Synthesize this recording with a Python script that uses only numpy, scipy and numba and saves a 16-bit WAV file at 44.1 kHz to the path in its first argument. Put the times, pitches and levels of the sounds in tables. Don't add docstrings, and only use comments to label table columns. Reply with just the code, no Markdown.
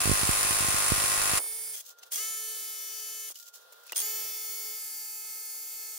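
import sys
import numpy as np
from scipy import signal
from scipy.fft import rfft, irfft, next_fast_len
from scipy.io import wavfile
from scipy.ndimage import uniform_filter1d
from numba import njit

SR = 44100
rng = np.random.default_rng(int(sys.argv[2]) if len(sys.argv) > 2 else 0)


def ratio(d):
    e = np.asarray(d, float) / 20
    return 10 ** e


def output_pcm(signal):
    pcm = np.clip(np.atleast_2d(signal).T, -1, 1) * 32767
    wavfile.write(sys.argv[1], SR, np.round(pcm).astype(np.int16))


N = 263698
TIME = np.arange(N) / SR
ATTACK_S, RELEASE_S = 0.0085, 0.012


def noise():
    return rng.standard_normal((2, N))


def level(x, db):
    return x * ratio(db) / np.sqrt(np.mean(x ** 2))


def colour(x, points, modes=(), mode_db=0.):
    size = next_fast_len(N)
    f = np.arange(size // 2 + 1) * SR / size + 1
    hz, db = np.transpose(points)
    gain = ratio(np.interp(np.log(f), np.log(hz), db))
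    lift = sum(ratio(d + mode_db) / (1 + 2j * (f - h) / w) for h, w, d in modes)
    return irfft(rfft(x, size) * gain * (1 + lift), size)[..., :N]


def tilted(x, treble_lift_db, pivot_hz=4000):
    low = signal.sosfilt(signal.butter(1, pivot_hz, fs=SR, output="sos"), x)
    return low * ratio(-treble_lift_db) + (x - low) * ratio(treble_lift_db)


def walk(rate, count, s=TIME):
    knots = rng.standard_normal((count, int(N / SR * rate) + 2))
    return 1.41 * np.array([np.interp(s * rate, np.arange(len(k)), k) for k in knots])


def train(times, sizes):
    out = np.zeros(N)
    np.add.at(out, np.round(np.asarray(times) * SR).astype(int), sizes)
    return out


def span(start, end, attack_s=ATTACK_S, release_s=RELEASE_S):
    early, late = np.maximum(start - TIME, 0), np.maximum(TIME - end, 0)
    return -20 * (early / attack_s + late / release_s)


# pitch_hz, level_db
HUB_NOTES = [(559.9, -54), (764.4, -57), (915.2, -55), (1017, -47.5), (1066, -45), (1120, -52), (1222, -48),
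             (1421, -56), (1523, -57), (1728, -57), (1933, -54), (2083, -52), (2589, -55)]


def hub_rings(blows):
    out, t60_s = 0, 0.22
    for hz, db in HUB_NOTES:
        pole = np.exp(2j * np.pi * hz / SR - np.log(1000) / (t60_s * SR))
        ring = signal.lfilter([1], [1, -pole], blows[:int(1.5 * SR)])
        random_phase = np.exp(2j * np.pi * rng.random((2, 1)))
        mid, side = level((ring * random_phase).real, db - 0.5)
        out = out + np.array([mid + side, mid - side])
    return np.pad(out, ((0, 0), (0, N - out.shape[1])))


BLOW_HZ, FIRST_BLOW_S, LAST_BLOW_S = 50.84, 0.016, 1.385
# time_s, level_db
HAMMER_LEVEL = [(0.0, -27.5), (1.326, -27.5), (1.38, -26.5), (1.392, -30.5)]
# freq_hz, level_db (per Hz)
STEEL_COLOUR = [(30, -4), (150, -23), (300, -15), (560, -10.5), (870, -6.5), (1100, -5.5), (1700, -5.5),
                (2650, -4), (2850, -8.5), (5200, -7), (8300, -7), (9900, -4), (10700, -10.5), (16000, -13)]
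# freq_hz, width_hz, level_db
STEEL_MODES = [(5450, 33, -36), (7368, 186, -6), (9080, 32.76, -6), (8600, 15.8, 5), (9100, 69, -3),
               (8500, 31, -4), (9300, 238, -2.5), (9948, 280, 1.5), (10500, 22, 8), (10300, 73, -61),
               (11200, 30, -12), (15500, 57, -9)]


def hammer():
    times = np.arange(FIRST_BLOW_S - 1 / BLOW_HZ, LAST_BLOW_S, 1 / BLOW_HZ)
    jitter, force, bounce = rng.standard_normal((len(times), 3)).T
    blows = train(np.abs(times + .00006 * jitter), ratio(0.53 * force))
    blows = blows + train(np.abs(times + .0095 + .0008 * bounce), ratio(-4.5))
    t = TIME[:SR // 8]
    snap = np.exp(-t / 0.00032) * ratio(4.0)
    body = np.exp(-t / 0.0061) * ratio(1.0)
    tail = np.exp(-t / 0.086) * ratio(-7.0)
    shape = (snap + body + tail) * (1 - np.exp(-t / 0.00031))
    ring = signal.fftconvolve(blows[None], rng.standard_normal((2, len(t))) * shape)[:, :N]
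    rattle_power = signal.fftconvolve(blows ** 2, shape ** 2)[:N]
    rattle = noise() * np.sqrt(rattle_power + 1e-12)
    steel = colour(level(ring, 0) + level(rattle, -1.6), STEEL_COLOUR, STEEL_MODES, mode_db=4)
    steel = steel / np.sqrt(np.mean(steel[:, TIME < LAST_BLOW_S] ** 2))
    steel = steel * ratio(2.5) + hub_rings(blows) * ratio(28)
    s, db = np.transpose(HAMMER_LEVEL)
    return steel * ratio(np.interp(TIME, s, db, -120, -120)), times


# time_s, peak_db
MIC_JOLTS = [(0.057, -22), (0.076, -20.5), (0.0957, -16.5), (0.1154, -15), (0.136, -30), (0.215, -37),
             (0.233, -23), (0.252, -35), (0.292, -18), (0.4497, -36), (0.5086, -30.0), (0.528, -40),
             (0.6066, -28.5), (0.626, -31), (0.6464, -33), (0.685, -25.5), (0.7441, -28), (0.9015, -40),
             (0.9206, -15.5), (0.9802, -33.5), (1.04, -36), (1.316, -42), (1.3352, -27.5)]


def jolts(times):
    s, db = np.transpose(MIC_JOLTS)
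    small = ratio(-42 + 1.7 * rng.standard_normal(len(times)))
    lead_s = TIME[100]
    t = TIME[:SR // 16] - lead_s
    after = np.maximum(t - .0008, 0)
    swing = np.sin(2 * np.pi * 112 * after / (1 + after / 0.022)) * np.exp(-after / 0.0098)
    shove = swing - ratio(5.5) * np.exp(-(t / 0.00062) ** 2)
    pushes = train(s - lead_s, ratio(db)) + train(np.abs(times - .001), small)
    moved = signal.fftconvolve(pushes, shove)[:N]
    felt = signal.sosfilt(signal.butter(2, 30, "high", fs=SR, output="sos"), moved)
    return felt * ratio([[-20], [0]])


def tool_running():
    lag_s = 0.067
    running = sum((TIME > r[0]) & (TIME < r[3] + lag_s) for r in RUNS) + (TIME < LAST_BLOW_S + .01)
    return uniform_filter1d(np.minimum(running, 1.), int(.03 * SR))


# freq_hz, level_db (per Hz)
ROOM_COLOUR = [(30, -39), (300, -33.5), (450, -8.5), (900, -15.5), (1500, -12), (2200, -27), (3500, -14.5),
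               (5000, -17.5), (8000, -21), (16000, -14)]
# time_s, half_length_s, gain_db
GATE_MOVES = [
    (1.957, 0.032, -14),
    (2.01, 0.0074, -6),
    (2.06, .04, 2),
    (2.098, .012, -5),
    (3.407, 0.096, -15),
    (3.517, .022, -10),
    (3.804, 0.11, 3),
    (3.95, 0.011, 15.5),
]


def room():
    running = tool_running()
    patchy = ratio(1.5 * walk(8, count=1))
    air = level(colour(noise() * patchy, ROOM_COLOUR), -59.5)
    gate_db = sum(db * np.maximum(1 - np.abs(TIME - s) / half, 0) for s, half, db in GATE_MOVES)
    air = tilted(air, -4 * (1 - running) + 0.44 * gate_db)
    return air * ratio(1.5 * (1 - running) - 0.5 * running + gate_db)


# start_s, nearly_full_speed_s, trigger_release_s, brake_stop_s
RUNS = [
    (1.388, 1.21, 1.737, 1.814),
    (2.113, 2.181, 3.286, 3.322),
    (3.953, 4.019, 6.5, 6.6),
]
# time_s, speed_hz
GOVERNED_SPEED = [(1.42, 440.6), (1.72, 437.5), (2.28, 437.8), (2.736, 433), (3.27, 434.9), (4.1, 434.4),
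                  (4.25, 433.8), (4.442, 431.5), (4.552, 435.4), (4.75, 432.6), (4.87, 430.8),
                  (5.058, 430.2), (5.97, 432)]


def rotor():
    run = np.searchsorted([r[3] + .1 for r in RUNS], TIME)
    _, full, release, _ = np.array(RUNS)[run].T
    climb_hz = 2600 * np.maximum(full - TIME, 0)
    ease_hz = 27.06 * np.exp(-np.maximum(TIME - full, 0) / 0.024)
    braking = np.maximum(TIME - release, 0)
    governed = np.interp(TIME, *np.transpose(GOVERNED_SPEED))
    hz = governed - (climb_hz + ease_hz) - 2200 * braking
    return np.maximum(hz, 100), run, braking


WHINE_DB = [-13.5, -20.0, -11.5, -13.5, -6.0, -15.0, -11.0, -10.5, -16.0, -9.0, -3.5, -5.5, -9.5, -5.0,
            -12.0, -4.5, -9.0, -13.0, -10.0, -8.0, -6.5, -4.0, -7.0, -11.0, -10.5, -1.0, -14.0, 0.0, -4.5,
            -9.0, -6.5, -5.0, -1.5, -10.0, -7.5, -7.0]
# start_s, tilt_db_per_octave, casing_hz, width_hz, casing_db
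HOLDS = [
    (0, 1.1, 9600, 900, 3),
    (2.0, 0.37, 6630, 1500, -4),
    (3.6, 1.1, 6900, 1500, 2),
    (4.77, 1.2, 11200, 500, 0.5),
]
# delay_ms, share
ECHOES = [
    [(0.105, 0.35), (0.22, 0.35), (0.72, -0.35), (0.825, -0.25), (0.155, -0.15)],
    [(0.685, 0.35), (0.3, 0.25), (0.535, 0.25), (1.005, 0.25), (0.02, 0.75)],
    [(0.795, -0.25), (0.055, 0.25), (0.62, -0.15), (0.985, -0.15), (0.5, -0.15)],
    [(1.11, 0.25), (0.15, 0.25), (0.555, -0.25), (0.315, -0.25), (0.45, 0.15)],
]


def held(hz):
    delay_ms, share = np.transpose(ECHOES)[..., None]
    echo = share * np.exp(2j * np.pi * hz * delay_ms / 1000)
    comb_db = 20 * np.log10(np.abs(1 + echo)).sum(axis=0)
    _, tilt_db, casing_hz, width, casing_db = np.transpose(HOLDS)[..., None]
    casing = casing_db / (1 + (2 * (hz - casing_hz) / width) ** 2)
    return (WHINE_DB + comb_db + tilt_db * np.log2(hz / 4350) + casing).T


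@njit
def harmonics(turns, weight, hop):
    out = np.zeros((2, len(turns)))
    for i in range(len(turns)):
        step, part = i // hop, (i % hop) / hop
        z = np.exp(2j * np.pi * turns[i])
        zk = z
        for k in range(weight.shape[2]):
            for c in range(2):
                now = weight[c, step, k] * (1 - part) + weight[c, step + 1, k] * part
                out[c, i] += (zk * now).real
            zk *= z
    return out


# freq_hz, level_db
MOTOR_WIDTH = [(60, 3), (110, -8), (200, 2), (380, -10), (700, 1.5), (1290, -8), (2380, -9.5), (4400, -7.5),
               (8120, 1.5), (15000, -1.5)]
TOOL_PAN_DB = [-2.1, -1.1, -1.1, -2.7]


def whine(turns):
    hop, count = 128, len(WHINE_DB)
    s = np.append(TIME[::hop], N / SR)
    hold = uniform_filter1d(np.searchsorted(np.array(HOLDS)[:, 0], s, "right") - 1., size=20)
    hz = 435 * np.arange(1, count + 1)
    db = np.array([np.interp(hold, np.arange(len(row)), row) for row in held(hz)])
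    phase, lag, apart_db = rng.standard_normal((3, count, 1))
    drift = walk(6, count=3 * count, s=s).reshape(3, count, -1)
    mid = ratio(db + 1.6 * drift[0]) * np.exp(2.2j * phase + .35j * drift[1])
    shake = walk(70, count=2 * count, s=s).reshape(2, count, -1) * np.arange(count)[:, None] / count
    mid = mid * ratio(1.7 * shake[0]) * np.exp(.45j * shake[1])
    mid = mid / np.sqrt(np.sum(ratio(db) ** 2, axis=0) / 2)
    width_db = np.interp(hz[:, None], *np.transpose(MOTOR_WIDTH))
    side = mid * ratio(width_db + 2.0 * apart_db + 1.0 * drift[2]) * np.exp(3j * lag)
    pan = ratio(np.interp(hold, np.arange(len(HOLDS)), TOOL_PAN_DB) / 2)
    left, right = (mid + side) * pan, (mid - side) / pan
    return harmonics(turns, np.array([left.T, right.T]), hop)


# under_1500_hz_db, from_2_to_5_khz_db
VENTS = [(1, -4.5), (-0.5, -2), (1, -2), (-5.5, -3)]


def shaded(x):
    low = signal.sosfilt(signal.butter(2, 1500, fs=SR, output="sos"), x)
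    middle = signal.sosfilt(signal.butter(1, [2300, 4600], "band", fs=SR, output="sos"), x)
    hold = np.searchsorted(np.array(HOLDS)[1:, 0], TIME)
    low_db, middle_db = uniform_filter1d(np.array(VENTS, float)[hold].T, size=4000)
    return x + low * (ratio(low_db) - 1) + middle * (ratio(middle_db) - 1)


# freq_hz, level_db (per Hz)
BRUSH_COLOUR = [(30, -28), (250, -30), (400, -15), (700, -15.5), (1200, -16.5), (2200, -11.5),
                (2800, -12.5), (3300, -6), (4000, -10.5), (4600, -5.5), (5500, -3.5), (9000, -4.5),
                (12000, -4), (16000, -2)]


def brushes(turns):
    gate = .5 + np.exp(-(turns % 1) / 0.07)
    mid, side = colour(gate * noise(), BRUSH_COLOUR)
    side = colour(side, MOTOR_WIDTH)
    stereo = level(np.array([mid + side, mid - side]), 0)
    return shaded(stereo) * ratio(1.0 * walk(8.5, count=1))


# freq_hz, width_hz, level_db
GEAR_MODES = [(3298, 45, -5), (6480, 83, -4.5), (9100, 150, -19), (9260, 150, -4), (13500, 39, -16)]
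# start_s, end_s, first_db, last_db
CHATTER = [
    (1.73, 1.812, -43.5, -48),
    (2.113, 2.196, -37, -44),
    (3.28, 3.322, -43.5, -52.5),
    (3.953, 4.018, -34.5, -37),
]


def gear_chatter():
    teeth = ratio(0.64 * rng.exponential(size=N)) * (rng.random(N) < 1500 / SR)
    smear = signal.lfilter([1], [1, -np.exp(-1 / (0.00097 * SR))], teeth)
    chatter = level(colour(noise() * (smear + 1), BRUSH_COLOUR, GEAR_MODES, mode_db=14.5), 0)
    gain = 0
    for start, end, first_db, last_db in CHATTER:
        slide_db = np.interp(TIME, [start, end], [first_db, last_db])
        gain = gain + ratio(slide_db + span(start + ATTACK_S, end) + 8.0)
    return chatter * gain


# first_db, settled_db, sink_s, brush_db
RUN_LOUDNESS = [(-36.5, -40.5, 0.23, 0), (-33, -41.5, 0.39, -0.5), (-32.5, -41.5, 0.59, -1.5)]
FIRST_TILT_DB = [-2, -3.5, -5]
SETTLED_TILT_DB = [-1.5, -0.5, 1]


def motor():
    hz, run, braking = rotor()
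    turns = np.cumsum(hz * (1 + 0.00022 * walk(30, count=1)[0])) / SR
    brush = brushes(turns)
    start, _, release, stop = np.array(RUNS)[run].T
    first_db, settled_db, sink_s, brush_db = np.array(RUN_LOUDNESS)[run].T
    fresh = np.exp(-np.maximum(TIME - start, 0) / sink_s)
    total_db = settled_db + (first_db - settled_db) * fresh + span(start + ATTACK_S, stop)
    total_db = total_db - 3 * np.minimum(braking / (stop - release), 1)
    tilt_db = np.take(FIRST_TILT_DB, run) * fresh + np.take(SETTLED_TILT_DB, run) * (1 - fresh)
    steady = np.clip((hz - 363) / 67, 0, 1) * np.exp(-braking / 0.016)
    mesh = ratio(-27) * np.sin(2 * np.pi * 17 / 3 * turns)
    steady_brush = ratio(brush_db) * tilted(brush, tilt_db + np.array([[1.5], [-1.5]]))
    brush = steady * steady_brush + (1 - steady) * brush
    running = (steady * (whine(turns) + mesh) + brush) * ratio(total_db - 2.0)
    return running + gear_chatter()


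def casing_rumble():
    rumble = level(colour(noise(), [(25, -5.5), (200, -4.5), (300, -1.5), (400, -38)]), -80)
    spinning = sum(ratio(span(start, stop)) for start, _, _, stop in RUNS).clip(0, 1)
    return rumble * ratio(spinning * 23.6 - 26)


def no_thump(x):
    return signal.sosfilt(signal.butter(6, 330, "high", fs=SR, output="sos"), x)


# time_s, peak_db
KNOCKS = [(1.392, -30.5), (1.403, -34.5), (1.417, -40.5), (1.442, -39), (1.463, -42), (2.548, -54),
          (3.09, -52), (3.304, -46.5), (3.32, -52), (3.923, -36), (3.931, -38), (5.25, -54), (5.548, -51),
          (5.565, -55)]


def knocks():
    out, t = np.zeros((2, N + SR)), TIME[:SR // 8]
    swing = np.sin(2 * np.pi * 900 * t) * np.exp(-t / 0.00031)
    for s, db in KNOCKS:
        at = int(s * SR)
        out[:, at:at + len(t)] -= ratio(db + 12) * swing
    return no_thump(out[:, :N])


# freq_hz, level_db (per Hz)
CLOTH_COLOUR = [(200, -58), (500, -22), (1500, -12), (2300, -15), (3000, -7.5), (4500, -5.5), (6500, -2.5),
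                (9000, -10), (16000, -6)]
# start_s, peak_s, end_s, peak_db, tilt_db (treble raised, bass lowered by this)
RUSTLES = [(1.81, 1.823, 1.835, -55, 6), (1.816, 1.863, 1.92, -55.5, 10), (1.853, 1.905, 1.935, -52, 13),
           (1.974, 1.988, 2.0, -55, 7), (2.02, 2.037, 2.05, -45, -10), (2.043, 2.068, 2.1, -53, 2),
           (3.33, 3.353, 3.434, -46, 5), (3.322, 3.41, 3.5, -49.5, 7), (3.4, 3.48, 3.51, -53, 8.5),
           (3.532, 3.538, 3.6, -48.5, 7.5), (3.532, 3.558, 3.62, -54.5, 7), (3.74, 3.8, 3.86, -72, -1),
           (3.563, 3.63, 3.6572, -63, 9), (3.72, 3.735, 3.74, -51, 4), (3.847, 3.86, 3.9, -53, -3),
           (3.852, 3.898, 3.93, -47, -11.5), (3.916, 3.931, 3.938, -39.5, -13)]


def gloves():
    crackle = noise() * ratio(1.24 * walk(65, count=1) + 3.0 * walk(330, count=2))
    cloth = level(colour(crackle, CLOTH_COLOUR), 0)
    out, fade_db = 0, 21.5
    for start, peak, end, db, tilt_db in RUSTLES:
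        swell_db = fade_db / 20 * span(peak, peak, peak - start, end - peak)
        out = out + tilted(cloth, tilt_db) * ratio(db - 2.5 + swell_db)
    return out


# pitch_hz, level_db
LAMP_TONE = [(1405, -69.5)]


def lamp():
    tone = sum(ratio(db + 7.5) * np.sin(2 * np.pi * hz * TIME) for hz, db in LAMP_TONE)
    tone = tone * ratio(0.4 * walk(12, count=1))
    return tone * ratio(-15 * tool_running()) * ratio([[-1.5], [1.5]])


# time_s, peak_db, ring_hz, ring_db, crack_s
CLINKS = [(1.882, -41, 6440, -7, 0.0056), (1.991, -44.5, 6140, 1, 0.0046), (2.027, -38, 4210, -5, 0.0059),
          (2.0632, -43, 6290, -15, 0.008), (2.158, -15, 6140, -9, 0.0021),
          (3.358, -46.5, 2970, 4.5, 0.0012), (3.722, -35.5, 7400, -12, 0.0062),
          (3.833, -40, 1500, -8, 0.0058), (3.8636, -34, 4500, -12, 0.0074),
          (3.8945, -42.5, 2560, 4, 0.0011), (3.9206, -15.5, 1970, -18, 0.0021),
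          (3.929, -33.5, 2827, 4, 0.001), (3.966, -19.5, 9080, -1.5, 0.00067),
          (3.9774, -21, 9260, 2.5, 0.0015), (3.989, -21.5, 9150, -2, 0.002),
          (4.001, -14.5, 9100, -5.5, 0.0014)]


def clinks():
    out, t, t60_s = np.zeros((2, N + SR)), TIME[:SR // 8], 0.031
    for s, db, hz, ring_db, crack_s in CLINKS:
        chance = rng.standard_normal((2, len(t)))
        crack = signal.lfilter([1, -.6], [1], chance) * ratio(-4) * np.exp(-t / crack_s)
        ring = np.sin(2 * np.pi * hz * t + .5 * chance[:, :1]) * ratio(ring_db - 60 * t / t60_s)
        onset = 1 - np.exp(-t / (0.51 * crack_s))
        at = int(s * SR)
        out[:, at:at + len(t)] += ratio(db) * (ring + crack) * onset
    return no_thump(out[:, :N])


def scene():
    steel, times = hammer()
    tool = steel + jolts(times) + motor() + casing_rumble() + knocks()
    return tool + room() + gloves() + lamp() + clinks()


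def roll_off(x):
    return signal.sosfilt(signal.butter(12, 17060, fs=SR, output="sos"), x)


def record(dry):
    top = signal.ellip(12, .3, 75, 15750, fs=SR, output="sos")
    mix = signal.sosfilt(top, dry)
    return roll_off(mix)


dry = scene()
out = record(dry)
output_pcm(out)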